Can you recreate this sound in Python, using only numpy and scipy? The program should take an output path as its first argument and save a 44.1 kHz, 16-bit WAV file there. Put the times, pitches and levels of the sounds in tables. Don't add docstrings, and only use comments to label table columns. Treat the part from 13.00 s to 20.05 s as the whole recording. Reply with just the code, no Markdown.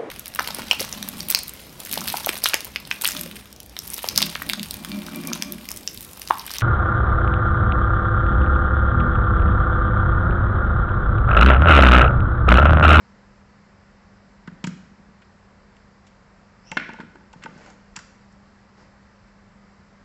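import sys
import numpy as np
from scipy import signal
from scipy.fft import rfft, irfft
from scipy.io import wavfile

SR = 44100
rng = np.random.default_rng(int(sys.argv[2]) if len(sys.argv) > 2 else 0)


def to_wav(sig):
    pcm = np.clip(np.atleast_2d(sig), -1, 1) * 32767
    pcm = np.round(pcm).astype(np.int16)
    wavfile.write(sys.argv[1], SR, pcm.T)


def volts_from_db(level):
    exponent = np.asarray(level, float) / 20
    return 10 ** exponent


N = 310771


def rms_one(x):
    return x / np.sqrt(np.mean(x ** 2) + 1e-20)


def drift(rate_hz):
    r = np.exp(-80 * np.pi * rate_hz / SR)
    white = rng.standard_normal(N // 40 + 2002)
    slow = signal.lfilter([1], [1, -2 * r, r * r], white)[2000:]
    return np.interp(np.arange(N) / 40, np.arange(len(slow)), rms_one(slow))


def butter(order, edge_hz, kind, x):
    return signal.sosfilt(signal.butter(order, edge_hz, kind, fs=SR, output="sos"), x)


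def favour(table, centre_hz, octaves):
    distance = np.log2(np.array(table)[:, 0] / centre_hz) / octaves
    return np.exp(-distance ** 2)[:, None]


def ring(forces, modes):
    out = 0
    for force, (pitch_hz, level_db, t60_s) in zip(forces, modes):
        r = volts_from_db(-60 / (t60_s * SR))
        w = 2 * np.pi * pitch_hz / SR
        height = volts_from_db(level_db) * np.sin(w)
        out = out + signal.lfilter([0, height], [1, -2 * r * np.cos(w), r * r], force + 1e-18)
    return out


def resonate(inputs, peaks):
    out = 0
    for k, (x, (pitch_hz, width_hz, level_db)) in enumerate(zip(inputs, peaks)):
        r = np.exp(-np.pi * width_hz / SR)
        w = 2 * np.pi * pitch_hz / SR
        top = (-1) ** k * volts_from_db(level_db) * (1 - r * r) / 2
        out = out + signal.lfilter([top, 0, -top], [1, -2 * r * np.cos(w), r * r], x + 1e-18)
    return out


def banded_noise(white, spectrum, patchy_db):
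    out = 0
    edges_hz = 16 * 2 ** (np.arange(47) / 5)
    pitch_hz, density_db = np.transpose(spectrum)
    for k, (low, high) in enumerate(zip(edges_hz, edges_hz[1:])):
        band = butter(2, [low, high], "band", white[k % 2])
        level_db = np.interp(np.log(low * high) / 2, np.log(pitch_hz), density_db)
        out = out + volts_from_db(level_db + patchy_db * drift(4.4)) * band
    return rms_one(out)


# [dB per Hz, relative]
AIR_COLOUR = [(15, -20), (28, -13.5), (42, -6), (65, -7), (110, -9.5), (150, -13), (180, -8.5), (270, -17),
              (325, -22.5), (385, -15.5), (440, -21), (520, -16), (640, -20), (1000, -19), (1900, -22.5),
              (2500, -30), (3400, -37.5), (4900, -32), (6200, -40.5), (7400, -39), (8400, -36.5),
              (10900, -81)]


def room_air():
    level_db = -54
    return volts_from_db(level_db) * banded_noise(rng.standard_normal((2, N)), AIR_COLOUR, patchy_db=0.63)


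# [dB rms, before throb and swell]
HUM_TONES = [(100, -70.5), (200, -58), (600, -85)]


def hum():
    turn_hz, waver = 24.55, 0.34
    t = np.arange(N) / SR
    throb = 1 + waver * np.sin(2 * np.pi * turn_hz * t + 1.5 * drift(0.96))
    swell_db = 1.6 * drift(2.0)
    wander = 0.4 * drift(0.7)
    tones = sum(volts_from_db(level_db + swell_db) * np.sin(2 * np.pi * pitch_hz * t + wander)
                for pitch_hz, level_db in HUM_TONES)
    return np.sqrt(2) * throb * tones


# low_hz [Hz], high_hz [Hz], level_db [dB, relative], t60_s [s]
ROOM_BANDS = [(76.6, 380, -6, 0.54), (360, 670, -1.5, 0.43), (990, 2700, -9, 0.7), (3200, 6800, -7.5, 0.65)]


def room(x):
    first_echo_s = 0.0011
    t = np.arange(SR) / SR
    onset = 1 - np.exp(-(t / first_echo_s) ** 2)
    echoes = 0
    for low_hz, high_hz, level_db, t60_s in ROOM_BANDS:
        band = butter(2, [low_hz, high_hz], "band", rng.standard_normal(SR))
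        echoes = echoes + volts_from_db(level_db - 60 * t / t60_s) * band * onset
    return signal.fftconvolve(x, echoes / np.sqrt(SR / 20))[:N]


# [dB, before the layer's level]
STROKES = [(4.324, 4.37, 5.5, -65), (4.454, 4.677, 4.772, -55.5), (5.755, 5.793, 5.93, -60.5)]
# [dB per Hz, relative]
STROKE_COLOUR = [(71, -37), (120, -2.5), (205, -4), (325, -9), (497, -6), (1610, -10), (3840, -23.5),
                 (7420, -22), (8400, -47), (10900, -66), (18500, -120)]


def shuffle(per_s, spread_db):
    caught = rng.random((2, N)) < per_s / SR
    sizes_db = spread_db * np.minimum(rng.exponential(1, (2, N)), 4)
    catches = caught * volts_from_db(sizes_db) * rng.choice([-1, 1], (2, N))
    t = np.arange(N) / SR
    strokes = 0
    for *times_s, level_db in STROKES:
        phase = np.interp(t, times_s, [0, np.pi / 2, np.pi])
        strokes = strokes + volts_from_db(level_db) * np.sin(phase) ** 2
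    return strokes * banded_noise(catches, STROKE_COLOUR, patchy_db=2.5)


def squeak(width_hz, half_db):
    loudest_s, level_db = 3.685, -52
    rise_db_per_s, fall_db_per_s = 348, 111
    final_hz, flat_hz, settle_s = 5740, 121.5, 0.026
    t = np.arange(N) / SR - loudest_s
    gain = volts_from_db(level_db + np.minimum(rise_db_per_s * t, -fall_db_per_s * t))
    pitch_hz = final_hz - flat_hz * np.exp(-np.maximum(t / settle_s, -2))
    turns = 2j * np.pi * np.cumsum(pitch_hz) / SR
    white = rng.standard_normal((2, N)) + 1j * rng.standard_normal((2, N))
    upper, lower = butter(2, width_hz, "low", white)
    pair = upper * np.exp(turns) + volts_from_db(half_db) * lower * np.exp(turns / 2)
    return gain * rms_one(np.real(pair))


# [dB, relative]
KNOCK_PEAKS = [(567, 160, 3), (945, 130, 8), (1500, 516, 5), (2100, 407, 4), (2624, 1290, 1.5),
               (3600, 1300, -1.5)]


def chatter(spread_db):
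    start_s, level_db, t60_s = 3.782, -35, 0.53
    per_s, centre_hz = 1300, 2100
    t = np.arange(N) / SR - start_s
    sizes_db = spread_db * np.minimum(rng.exponential(1, N), 4)
    sizes = volts_from_db(sizes_db) * rng.choice([-1, 1], N)
    bounces = (rng.random(N) < per_s / SR) * sizes
    grain = rms_one(resonate(bounces * favour(KNOCK_PEAKS, centre_hz, 0.33), KNOCK_PEAKS))
    return grain * (t > 0) * volts_from_db(level_db - 60 * np.maximum(t, 0) / t60_s)


# pitch_hz [Hz], level_db [dB, relative], t60_s [s]
DESK_MODES = [(135, -5.5, 0.23), (175, 1, 0.087), (190, -5, 0.059), (224.3, -4, 0.1), (282, -3, 0.057),
              (351, 0, 0.075), (363, -4.5, 0.095), (560, -21.5, .05)]
# [Hz, pitch that the struck spot favours]
PUSHES = [(1.477, -26.5, 185), (1.52, -43, 203), (1.548, -44, 203), (1.598, -42, 198), (1.64, -18.5, 175),
          (1.672, -18.5, 173), (1.706, -37, 200), (1.915, -42, 159), (1.995, -42.5, 200), (2.085, -42, 176),
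          (3.714, -32.5, 187), (3.768, -19, 257), (3.89, -27.5, 237), (3.93, -35, 207), (3.997, -25.5, 247),
          (4.033, -31.5, 233.5), (4.154, -35.5, 276), (4.358, -34.5, 158), (4.449, -29.5, 242),
          (4.487, -38.5, 175), (4.525, -43, 169), (4.56, -35.5, 190), (4.972, -39, 178)]


def thuds(push_ms, thud_db, low_cut_hz):
    push = np.zeros((len(DESK_MODES), N + SR))
    shove = np.hanning(int(push_ms * SR / 1000))
    shove = shove / shove.sum()
    for start_s, level_db, centre_hz in PUSHES:
        at = round(start_s * SR)
        share = favour(DESK_MODES, centre_hz, 0.38)
        push[:, at:at + len(shove)] += volts_from_db(level_db + thud_db) * share * shove
    return butter(4, low_cut_hz, "high", ring(push, DESK_MODES))[:N]


# [ms, time scale of the rattle]
TOUCHES_ON_DESK = [(1.474, -32, 1400, -53.5, 6.8), (1.640, -20.5, 2640, -33, 5.9),
                   (1.643, -26.5, 910, -58, 7.5), (1.667, -41, 2500, -36, 8.4),
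                   (1.671, -28, 1720, -36.5, 4.7), (1.692, -48, 1790, -55, 4.4),
                   (2.218, -46.5, 2200, -65, 8.9), (2.765, -48.5, 2900, -60, 5),
                   (3.066, -48.5, 3200, -56, 13), (3.715, -24, 1970, -33, 3.1),
                   (3.770, -14.5, 1500, -36, 2.1), (3.773, -13.5, 1740, -48, 2.98),
                   (3.796, -30, 1800, -56, 6.8), (3.89, -31, 1410, -75.5, 4.5),
                   (3.934, -40.5, 2010, -49, 3), (4.001, -31, 1260, -59, 9), (4.009, -42, 2100, -60.5, 8.5),
                   (4.156, -39, 1110, -62, 2.9), (4.329, -41, 3000, -51, 6.9), (4.420, -43, 1990, -61, 32),
                   (4.436, -32, 2050, -41, 5.8), (4.457, -32, 1460, -66, 4.6), (4.577, -50, 1500, -52, 3.4),
                   (4.66, -47, 1650, -51, 5.5), (4.70, -44.5, 970, -49, 5.2),
                   (4.958, -32, 1360, -46.5, 1.9), (4.962, -28, 2680, -29, 6.5),
                   (4.965, -32.5, 1360, -41.5, 9.6), (4.988, -37, 1720, -43, 9.4),
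                   (5.322, -69, 2490, -60, 8)]
# [dB, before the layer's level]
HANDLE_ROCKS = [(3.72, -27.5), (3.893, -32), (3.939, -36.5), (3.986, -36), (4.208, -48), (4.334, -41),
                (4.459, -28.5), (4.609, -46)]
# from_s [s], to_s [s]
TOOL_MOVED = (3.6, 4.8)


def contacts():
    tool_ring_db, part_ring_db = -4.5, -13.5
    rock_hz, rock_ms = 880, 6.1
    rock_knock_db, rock_tick_db = -6, -34
    first_s, last_s = TOOL_MOVED
    rows = []
    for start_s, knock_db, centre_hz, tick_db, contact_ms in TOUCHES_ON_DESK:
        against_db = tool_ring_db if first_s < start_s < last_s else part_ring_db
        rows.append((start_s, knock_db, centre_hz, tick_db, knock_db + against_db, contact_ms))
    for start_s, ring_db in HANDLE_ROCKS:
        rows.append((start_s, ring_db + rock_knock_db, rock_hz, ring_db + rock_tick_db, ring_db, rock_ms))
    return rows


def rattle(noise, contact_ms):
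    u = np.arange(len(noise)) / SR / (max(contact_ms, 0.5) / 1000)
    shape = u ** 0.5 * np.exp(-2.0 * u ** 0.85)
    spectrum = rfft(noise * shape)
    even = irfft(spectrum / np.abs(spectrum) ** 0.85) * shape ** 0.25
    return even / np.sqrt(np.sum(even ** 2) / (contact_ms * SR / 1000))


# pitch_hz [Hz], level_db [dB, relative], t60_s [s]
HANDLE_MODES = [(562, -8, 0.057), (892, 1, 0.048), (1180, -17.5, 0.048), (1504, 0.5, 0.039),
                (1680, -10, 0.035), (2140, 2, 0.028), (2400, -8, 0.02), (2670, 1.5, 0.027)]
# [dB, relative]
TICK_PEAKS = [(3420, 550, -1.5), (4330, 1200, 6.5), (5870, 1500, 8.5), (6300, 930, 2.5), (7570, 2260, 12)]


def touches(knock_db, tick_db, ring_db, knock_cut_hz):
    knock = np.zeros((len(KNOCK_PEAKS), N + SR))
    strike = np.zeros((len(HANDLE_MODES), N + SR))
    tick = np.zeros(N + SR)
    for start_s, knock_row, centre_hz, tick_row, ring_row, contact_ms in contacts():
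        bounces = rattle(rng.standard_normal(2048), contact_ms)
        at = round(start_s * SR)
        end = at + len(bounces)
        knock[:, at:end] += volts_from_db(knock_row + knock_db) * bounces * favour(KNOCK_PEAKS, centre_hz, 0.7)
        tick[at:end] += volts_from_db(tick_row + tick_db) * bounces
        hardest = at + np.argmax(np.abs(bounces))
        strike[:, hardest:hardest + 1] += volts_from_db(ring_row + ring_db) * favour(HANDLE_MODES, centre_hz, 0.89)
    dull = butter(2, knock_cut_hz, "low", resonate(knock, KNOCK_PEAKS))
    bright = resonate([tick] * len(TICK_PEAKS), TICK_PEAKS)
    hollow = butter(2, 400, "high", ring(strike, HANDLE_MODES))
    return (dull + bright + hollow)[:N]


def scene():
    background = room_air() + hum()
    near = volts_from_db(4.5) * shuffle(per_s=2500, spread_db=1.0)
    near = near + squeak(width_hz=300, half_db=-6)
    near = near + chatter(spread_db=2.0)
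    near = near + thuds(push_ms=1.29, thud_db=-2.5, low_cut_hz=148.5)
    near = near + touches(knock_db=4.5, tick_db=-8, ring_db=-1.0, knock_cut_hz=3800)
    return (near + room(near) + background)[None]


def roll_off(x):
    return signal.sosfilt(signal.butter(12, 8650, fs=SR, output="sos"), x)


def record(dry):
    cutoff_hz = 8490
    mix = signal.sosfilt(signal.cheby2(16, 60, cutoff_hz, fs=SR, output="sos"), dry)
    return roll_off(mix)


dry = scene()
out = record(dry)
to_wav(out)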